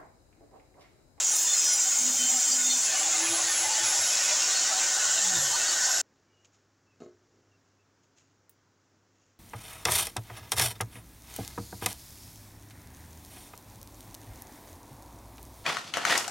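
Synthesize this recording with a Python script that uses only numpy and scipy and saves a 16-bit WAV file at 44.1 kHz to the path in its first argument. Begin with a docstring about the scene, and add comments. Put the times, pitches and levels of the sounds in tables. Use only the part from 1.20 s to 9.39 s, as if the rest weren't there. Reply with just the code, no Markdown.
"""A harsh, ringing rasp as a sliding table saw crosscuts chipboard. The teeth excite the modes of the blade
and the load slows it; once free it speeds up with a rising whistle, over the roar of its steel cabinet
and the thumps of the carriage. The saw sound stops abruptly. In the quiet workshop the offcut is set
down, ringing the steel table by impact, and is fitted against the board with rubs and ticks of friction."""
import sys
import numpy as np
from scipy import signal
from scipy.fft import rfft, irfft, next_fast_len
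from scipy.io import wavfile

SR = 44100
rng = np.random.default_rng(int(sys.argv[2]) if len(sys.argv) > 2 else 0)


def master_out(mix):
    """Clip the mix to full scale and print it as 16-bit PCM to the path in sys.argv[1]."""
    frames = np.transpose(np.atleast_2d(mix))
    ceiling = np.clip(frames, -1, 1)
    pcm = np.round(ceiling * 32767).astype(np.int16)
    wavfile.write(sys.argv[1], SR, pcm)


N = 361179
T = np.arange(N) / SR
HZ = np.fft.rfftfreq(N, 1 / SR) + 1e-3
STOP_S = 4.8145  # the saw sound ends


def saw():
    """Superposition of the sources in the machine, most of them governed by blade speed or load."""
    speed, load = blade_speed(), blade_load()
    bite = .17 + .51 * load  # share of cutting noise in the blade's power
    cutting = blade(speed, load, bite) + squeals()
    body = buzzes() + motor() + cabinet(load)
    airborne = plate(load) + slot_rush() + tooth_tones(speed, load, bite)
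    return cutting + body + airborne + spindle(speed, load)


def blade_speed(idle_hz=117.6, loaded_hz=99, slowing_s=.38, through_s=1.51, recovery_s=.625):
    """Turns per second: load torque slows the motor, which then relaxes exponentially towards idle."""
    drag = 1 - np.exp(-(T / slowing_s) ** 1.5)
    release = np.exp(-np.maximum(T - through_s, 0) / recovery_s)
    return idle_hz - (idle_hz - loaded_hz) * drag * release


def blade_load(entry_s=.05, hold_s=1.53, exit_s=.15):
    """Engagement of the teeth in the wood, 0-1: linear attack, hold, exponential release."""
    return np.minimum(T / entry_s, 1) * np.exp(-np.maximum(T - hold_s, 0) / exit_s)


# Spectrum of the blade hissing in air: f/Hz, relative level/dB
HISS_SPECTRUM = [(2000, -36), (4000, -19), (5000, -6), (5700, -3), (6500, 2.5), (7300, 2.5), (8000, -6),
                 (8900, -12.5), (9300, -21.5), (10600, -22), (11600, -36), (13700, -44), (14800, -25),
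                 (15700, -22)]
def blade(speed, load, bite):
    """Amplitude modulation: wobble makes the hiss throb once a turn; cutting noise mixes in by power."""
    turn = 2 * np.pi * np.cumsum(speed) / SR
    hiss = noise(shape(HISS_SPECTRUM)) * undb(.6 * np.sin(turn) + .74 * walk(29.99))
    return (np.sqrt(1 - bite) * hiss + np.sqrt(bite) * cut(turn)) * undb(-27 + 2 * load)


# Spectrum of teeth tearing chips: f/Hz, relative level/dB
RASP_SPECTRUM = [(60, -49.5), (200, -26.5), (1000, -19.5), (2800, -21.5), (4500, -22.5), (6000, -16),
                 (6700, -1.5), (7500, 2), (8200, -9), (9200, -11), (10300, -18.5), (11300, -25.5),
                 (13600, -27.5), (15200, -14.5), (15800, -17.5)]
# Modes of the blade in the cut: f/Hz, bandwidth/Hz, relative level/dB
BLADE_MODES = [(2146, 50, -22), (2530, 43, -22), (3055, 70, -17.5), (3205, 45, -20), (3567, 69, -15.5),
               (4262, 110, -11.5), (5100, 110, -8.5), (5868, 25, -3.5), (6000, 63, -13), (6430, 30, -3),
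               (6600, 39, -8.5), (6530, 34, -5), (6840, 30, -0.5), (7080, 110, -4.5), (7395, 25, -3),
               (7480, 56, -9), (7500, 70, -8.5), (8300, 80, -15.5), (9780, 40, -18), (11900, 90, -27),
               (14330, 40, -25.5)]
def cut(turn, flare_db=3.4):
    """Forced vibration: teeth tear chips, harder once a turn, and drive modes that flare at random."""
    rasp = noise(shape(RASP_SPECTRUM)) * undb(1.4 * np.sin(turn) + 1.6 * walk(300))
    ring = sum(undb(db + flare_db * np.minimum(walk(14), 1.5)) * ringing(hz, width)
               for hz, width, db in BLADE_MODES)
    return unit(unit(rasp) + undb(3) * unit(ring))


# Squeals of the blade: centre t/s, duration/s, f/Hz, bandwidth/Hz, level/dB
BLADE_SQUEALS = [(.09, .15, 6600, 45, -29), (.09, 0.1, 5868, 39, -30.5), (.14, .13, 9220, 70, -36),
                 (.2, .14, 14330, 40, -41), (.31, .11, 3556, 45, -36), (.48, 0.36, 5110, 70, -32.5),
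                 (.49, 0.218, 5850, 20, -28), (.49, 0.096, 6433, 15, -31.5), (.54, 0.068, 9790, 30, -35),
                 (1.04, 0.15, 3094, 25, -37.5), (1.28, 0.64, 7420, 120, -30), (1.33, .065, 4730, 57, -33.5),
                 (1.5, 0.23, 3600, 25, -37.5), (1.51, 0.086, 4290, 57, -35), (1.56, .14, 5890, 20, -31),
                 (3.37, 0.13, 4340, 61, -33.5), (4.0, .55, 7350, 330, -32.5), (4.35, .06, 4350, 60, -33.5),
                 (4.49, .07, 4470, 58, -32), (4.52, .45, 1900, 85, -43)]
def squeals():
    """Modal resonance: single modes of the blade swell briefly with a fluttering level."""
    return swells(BLADE_SQUEALS) * undb(2.5 * walk(70) - .5)


# Resonances that the whistle sweeps through: f/Hz, bandwidth/Hz, level/dB
WHISTLE_RESONANCES = [(9870, 79, -34), (10140, 110, -39), (10614, 190, -35), (10840, 100, -33),
                      (11038, 84, -35)]
# The whistle catches again near full speed: centre t/s, duration/s, level/dB
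WHISTLE_CATCHES = [(4.22, .24, -46.5), (4.73, 0.15, -41.5)]
def tooth_tones(speed, load, bite, teeth=48, floor_db=-58.5, damping_db=-6):
    """Tooth-passing harmonics: air whistles at the second; the teeth whine at the first and third."""
    tooth_hz = teeth * speed * (1 + (.0008 + .005 * bite) * walk(150))  # wood makes the rate uneven
    crossing = np.sqrt(sum((undb(db) * resonance(hz, width, 2 * teeth * speed)) ** 2
                           for hz, width, db in WHISTLE_RESONANCES))
    gain = np.hypot(undb(floor_db), undb(damping_db * load) * crossing) + arches(WHISTLE_CATCHES)
    whistle = tone(2 * tooth_hz) * gain * undb(2.8 * walk(35))
    whine = tone(tooth_hz) * undb(-51) + load * tone(3 * tooth_hz) * undb(-53)
    return whistle + whine * undb(2 * walk(25))


# Low modes of the blade plate: f/Hz, bandwidth/Hz, relative level/dB
PLATE_MODES = [(1470, 55, -2), (1535, 70, -3), (1830, 110, -4)]
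def plate(load, final_db=-37.5, growth_db_per_s=4, load_db=1):
    """Plate vibration: the blade rings hollow in uneven pulses that grow until the saw sound stops."""
    level_db = final_db - growth_db_per_s * np.maximum(STOP_S - T, 0) + load_db * load
    ring = sum(undb(db + 3 * walk(14)) * ringing(hz, width) for hz, width, db in PLATE_MODES)
    return unit(ring) * undb(level_db)


# Surges of air, the first with the offcut beside the blade: centre t/s, duration/s, level/dB
AIR_SURGES = [(3.12, 1.4, -37.5), (4.75, .5, -39)]
def slot_rush(open_s=2.5):
    """Flow noise: air rushes through the slot once the board has cleared it."""
    gain = undb(-41) * np.clip((T - open_s) / .062, 0, 1) + arches(AIR_SURGES)
    return noise(resonance(5530, 1400) ** 2) * gain


# Spectrum of the machine's roar: f/Hz, relative level/dB
ROAR_SPECTRUM = [(40, -37), (75, -30.5), (105, -10), (140, -17), (300, -7.5), (450, -7), (560, 1.5),
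                 (1000, 0), (1300, 0.5), (1750, -0.5), (2100, 0.5), (2350, 0.5), (2700, 2.2), (4500, 0),
                 (6000, -18.5)]
# Resonances of the steel cabinet: f/Hz, bandwidth/Hz, relative level/dB
CABINET_MODES = [(584, 62, -7), (771, 32, 4), (1486, 80, 2.5), (1804, 69, 0), (2104, 100, -2.5),
                 (2510, 130, -9.5), (2940, 86, -7), (3780, 290, -4), (4450, 150, 2)]
def cabinet(load, roar_db=-33, load_db=-7, lift_s=3.47, dip_hz=2360, dip_width_hz=820):
    """Source and filter: the steel cabinet colours the wind of the blade and the chatter of panels."""
    body = shape(ROAR_SPECTRUM) * (1 + .7 * peaks(CABINET_MODES))
    panels = coloured(chatter(), body)
    roar = .75 * noise(body) + .66 * panels
    # a spectral dip opens as the offcut is lifted away
    dip_band = signal.lfilter(*signal.iirpeak(dip_hz, dip_hz / dip_width_hz, fs=SR), roar)
    lifted = np.clip((T - lift_s) / .3, 0, 1)
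    return (roar - .6 * lifted * dip_band) * undb(roar_db + load_db * load + .5 * walk(25))


def chatter(count=1500, low_hz=480, high_hz=4800, length_s=.05, width_hz=20, spread_db=15):
    """Rattling: loose sheet metal gives short rings of random time, pitch and strength."""
    when, pitch, duration, strength = rng.random((count, 4)).T
    hz = low_hz * (high_hz / low_hz) ** np.sqrt(pitch)
    rings = zip(when * STOP_S, length_s * (.5 + duration), hz, [width_hz] * count, spread_db * strength)
    return swells(rings)[:int(STOP_S * SR)]


# Buzzes of the steel table: centre t/s, duration/s, f/Hz, level/dB
TABLE_BUZZES = [(1.847, .09, 780, -38.5), (2.549, 0.38, 868, -38.5), (3.559, .13, 772, -35),
                (4.157, 0.093, 352.5, -47), (4.353, 0.09, 917, -39.5)]
def buzzes(width_hz=50):
    """Structural resonance: the table buzzes in narrow bands, roughened by amplitude modulation."""
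    bands = swells((s, length, hz, width_hz, db) for s, length, hz, db in TABLE_BUZZES)
    return bands * undb(4.3 * walk(45) - 1)


def spindle(speed, load, panel_hz=330.5, panel_width_hz=5.9, damping_db=-18):
    """Swept resonance: a drone at three times the spindle speed crosses a panel mode damped by load."""
    panel = undb(-43 + damping_db * load) * resonance(panel_hz, panel_width_hz, 3 * speed)
    return tone(3 * speed + 3 * walk(40)) * (undb(-63) + panel) * undb(3 * walk(20))


def motor():
    """Narrow-band noise: the faint low hum of the motor."""
    return undb(-72.5) * ringing(hz=104, width=12)


# Fits of shuddering: centre t/s, duration/s, level/dB
BOARD_SHUDDERS = [(.88, 0.21, -45), (1.03, 0.11, -44), (1.15, 0.12, -47), (1.35, 0.14, -48.5),
                  (1.5, 0.26, -48.5)]
def shudder():
    """Forced vibration: the board shakes unevenly against the teeth."""
    return (tone(253 + 2 * walk(30)) + .4 * ringing(hz=240, width=70)) * arches(BOARD_SHUDDERS)


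def moan(centre_s=4.16, length_s=.36, hz=187.2, sag_from_s=4.105, sag_hz_per_s=320):
    """Frequency glide: the carriage moans as it is drawn back; the pitch holds, then sags."""
    sag_hz = sag_hz_per_s * np.clip(T - sag_from_s, 0, length_s)
    return tone(hz - sag_hz) * arches([(centre_s, length_s, -48.5)]) * undb(1.5 * walk(30))


# Thumps of the carriage: centre t/s, level/dB
RAIL_THUMPS = [(2.11, -54), (2.24, -59.5), (2.47, -53), (2.65, -55), (2.81, -57), (4.19, -47.5),
               (4.36, -57), (4.61, -59)]
def thumps():
    """Low tone bursts with Gaussian envelopes: the carriage thumps along its rail."""
    return tone(107.5 + 5 * walk(22)) * sum(pulse(s, .026, db) for s, db in RAIL_THUMPS)


# The offcut lands and rocks: t/s, level/dB
OFFCUT_BLOWS = [(5.804, -54), (5.808, -49.5), (5.8203, -43.5), (5.8332, -50.5), (5.862, -50)]
# Modes of offcut and steel table: f/Hz, relative level/dB, T60/s
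TABLE_MODES = [(235, -10, .12), (276, -2.5, 0.19), (358, 2.5, 0.35), (416.3, -0.5, 0.25), (484, -7.5, 0.15),
               (598, -7, 0.16), (647, -10, 0.16), (704, -33, 0.17), (1080, -16, .1), (1257, -12.5, 0.094),
               (1500, -22, .12), (2083, -24, 0.11), (3830, -20, 0.045), (4270, -19, .04)]
def knocks(room_t60=.27):
    """Impulse response: each blow rings the damped modes, and the room adds a reverberant tail."""
    age = T[:SR // 2]
    ring = sum(undb(db) * np.sin(2 * np.pi * hz * age) * fade(age, t60) for hz, db, t60 in TABLE_MODES)
    # a small plate radiates no deep bass
    ring = signal.sosfilt(signal.butter(2, 170, "high", fs=SR, output="sos"), ring)
    room = unit(rng.standard_normal(len(age)) * fade(age, room_t60)) / np.sqrt(len(age))
    blows = np.zeros(N)
    for s, db in OFFCUT_BLOWS:
        blows[int(s * SR)] += undb(db)
    direct = signal.fftconvolve(blows, ring)[:N]
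    return direct + undb(-7) * signal.fftconvolve(direct, room)[:N]


# Spectra of a dull rub and of a chip snapping: f/Hz, relative level/dB
RUB_SPECTRUM = [(300, -12), (1500, -10), (2700, -5), (4500, -8), (5800, -4), (6800, 1), (7700, -9),
                (8500, -22), (12000, -37), (15500, -30)]
SNAP_SPECTRUM = [(1000, -19.5), (4500, -19), (7500, -12), (9200, -1.5), (10600, -5), (12300, -21),
                 (14700, 0), (15700, 1)]
# Resonances of the chipboard edge: f/Hz, bandwidth/Hz, relative level/dB
EDGE_MODES = [(2770, 180, 0), (5770, 160, -5), (6750, 160, -1)]
# Fingers and wood slide over the table: centre t/s, half-width/s, level/dB
TABLE_SLIDES = [(4.97, .05, -81), (5.21, .1, -81), (6.146, 0.15, -81), (6.48, 0.063, -80),
                (6.83, 0.05, -87), (7.082, 0.13, -80), (7.683, 0.084, -83), (8.039, 0.14, -76)]
# Edges tick and scrape together: t/s, level/dB, rise/s, T60/s, share of snap (0-1)
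EDGE_TICKS = [(5.244, -56, .005, .03, 0), (5.256, -65, .002, .09, 0), (5.32, -68.5, .03, .25, 0),
              (5.802, -63, .002, .12, 0), (5.825, -66, .01, .25, 0), (6.83, -69.5, .005, .1, .05),
              (6.96, -62.5, .025, .2, .04), (7.2945, -41, .0005, .012, 1), (7.297, -59, .002, .13, .85)]
def edges():
    """Friction and fracture: coarse chipboard rubs and snaps; the table murmurs as the offcut slides."""
    grain = undb(2.6 * walk(400) - .7)
    rub = noise(shape(RUB_SPECTRUM) * (1 + peaks(EDGE_MODES))) * grain
    snap = noise(shape(SNAP_SPECTRUM))
    contact = sum(pulse(s, half, db) for s, half, db in TABLE_SLIDES) * rub
    for s, db, rise, t60, bright in EDGE_TICKS:
        envelope = np.where(T < s + rise, np.clip((T - s) / rise, 0, 1), fade(T - s - rise, t60))
        contact += undb(db) * envelope * ((1 - bright) * rub + bright * snap)
    murmur = pulse(s=6.16, half_s=.13, db=-70) * noise(resonance(355, 270))
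    return contact + murmur


# Spectrum of the workshop air: f/Hz, relative level/dB
AIR_SPECTRUM = [(25, -26), (62, -18), (95, -9.5), (130, -9.5), (200, -12), (370, -10), (480, -14.5),
                (800, -18), (1500, -18), (2500, -26.5), (3900, -29), (5700, -23.5), (7200, -26),
                (8400, -43), (13000, -51), (15300, -40)]
# Hum in the workshop: f/Hz, level/dB
HUM_TONES = [(100, -75.5), (271, -81.5)]
def shop(air_db=-69.66):
    """Ambient noise floor: a continuous spectrum of air with wavering lines of hum."""
    air = undb(air_db + .5 * walk(6.3)) * noise(shape(AIR_SPECTRUM))
    hum = sum(undb(db + 1.5 * walk(11)) * tone(hz + .65 * walk(27)) for hz, db in HUM_TONES)
    return air + hum


# Far-off chirps: centre t/s, duration/s, f/Hz, bandwidth/Hz, level/dB
FAR_CHIRPS = [(5.18, .18, 2880, 50, -75), (5.1, .1, 2310, 70, -80), (5.71, .11, 2630, 80, -76.5),
              (6.34, .06, 2700, 80, -76), (6.61, .08, 2620, 110, -79)]
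def chirps():
    """Random modulation: faint chirps flutter in pitch and level."""
    return swells(FAR_CHIRPS) * undb(2.8 * walk(80))


def undb(db):
    """Decibels to amplitude ratio."""
    return 10 ** (np.asarray(db) / 20)


def unit(x):
    """Normalisation to rms 1."""
    return x / np.sqrt(np.mean(x ** 2))


def shape(points):
    """Spectral envelope: gain interpolated in level over log frequency."""
    hz, db = np.transpose(points)
    return undb(np.interp(np.log(HZ), np.log(hz), db))


def resonance(hz, width, at=HZ):
    """Lorentzian gain of one resonance at the given frequencies."""
    return 1 / (1 + ((at - hz) / (.58 * width)) ** 2)


def peaks(modes):
    """Modal sum: the gain of several resonances together."""
    return sum(undb(db) * resonance(hz, width) for hz, width, db in modes)


def coloured(x, gain):
    """Filtering by spectral multiplication; rms 1 while the sound lasts."""
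    size = next_fast_len(N, real=True)
    response = np.interp(np.fft.rfftfreq(size, 1 / SR), HZ, gain)
    y = irfft(rfft(x, size) * response, size)[:N]
    return y / np.std(y[:len(x)])


def noise(gain):
    """Filtered Gaussian noise of rms 1."""
    return coloured(rng.standard_normal(N), gain)


def walk(rate):
    """Smooth random modulation, about rate changes a second; spread near 1."""
    steps = np.repeat(rng.standard_normal(int(rate * N / SR) + 4), 4)
    smooth = np.convolve(steps, np.hanning(7) / 3, "valid")
    return 1.2 * np.interp(T * rate * 4, np.arange(len(smooth)), smooth)


def tone(hz):
    """A sine of rms 1 whose phase is the integral of frequency."""
    return np.sqrt(2) * np.sin(2 * np.pi * np.cumsum(hz * np.ones(N)) / SR)


def ringing(hz, width):
    """A randomly driven mode: amplitude and phase wander at a pace set by its bandwidth."""
    phase = (2 * np.pi * (hz * T % 1)).astype(np.float32)
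    return unit(walk(1.5 * width) * np.cos(phase) + walk(1.5 * width) * np.sin(phase))


def swells(rows):
    """Tone bursts under half-cosine envelopes, broadened by random frequency modulation."""
    out = np.zeros(N)
    for s, length, hz, width, db in rows:
        near = slice(*np.searchsorted(T, [s - length / 2, s + length / 2]))
        waver = np.interp(T[near] - s + length / 2, np.arange(640) / (3 * width), rng.standard_normal(640))
        phase = 2 * np.pi * np.cumsum(hz + .72 * width * waver) / SR
        out[near] += undb(db) * np.sqrt(2) * np.sin(phase) * np.cos(np.pi * (T[near] - s) / length)
    return out


def arches(rows):
    """Half-cosine envelopes, one for each row."""
    return sum(undb(db) * np.cos(np.pi * np.clip((T - s) / length, -.5, .5)) for s, length, db in rows)


def pulse(s, half_s, db):
    """Gaussian envelope centred on time s."""
    return undb(db) * np.exp(-((T - s) / half_s) ** 2)


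def fade(age, t60):
    """Exponential decay from age 0, by 60 dB in t60 seconds."""
    return (age >= 0) * np.exp(-np.log(1000) * np.clip(age / t60, 0, 4))


def scene():
    """Superposition of saw, workshop and handled wood, the same on both channels."""
    machine = (T < STOP_S) * (saw() + shudder() + moan() + thumps())
    mono = machine + shop() + chirps() + knocks() + edges()
    return np.array([mono, mono])


def record(dry, top_hz=15800):
    """Band limiting: a steep low-pass removes the highest treble."""
    return signal.sosfilt(signal.ellip(10, .2, 70, top_hz, fs=SR, output="sos"), dry)


dry = scene()
out = record(dry)
master_out(out)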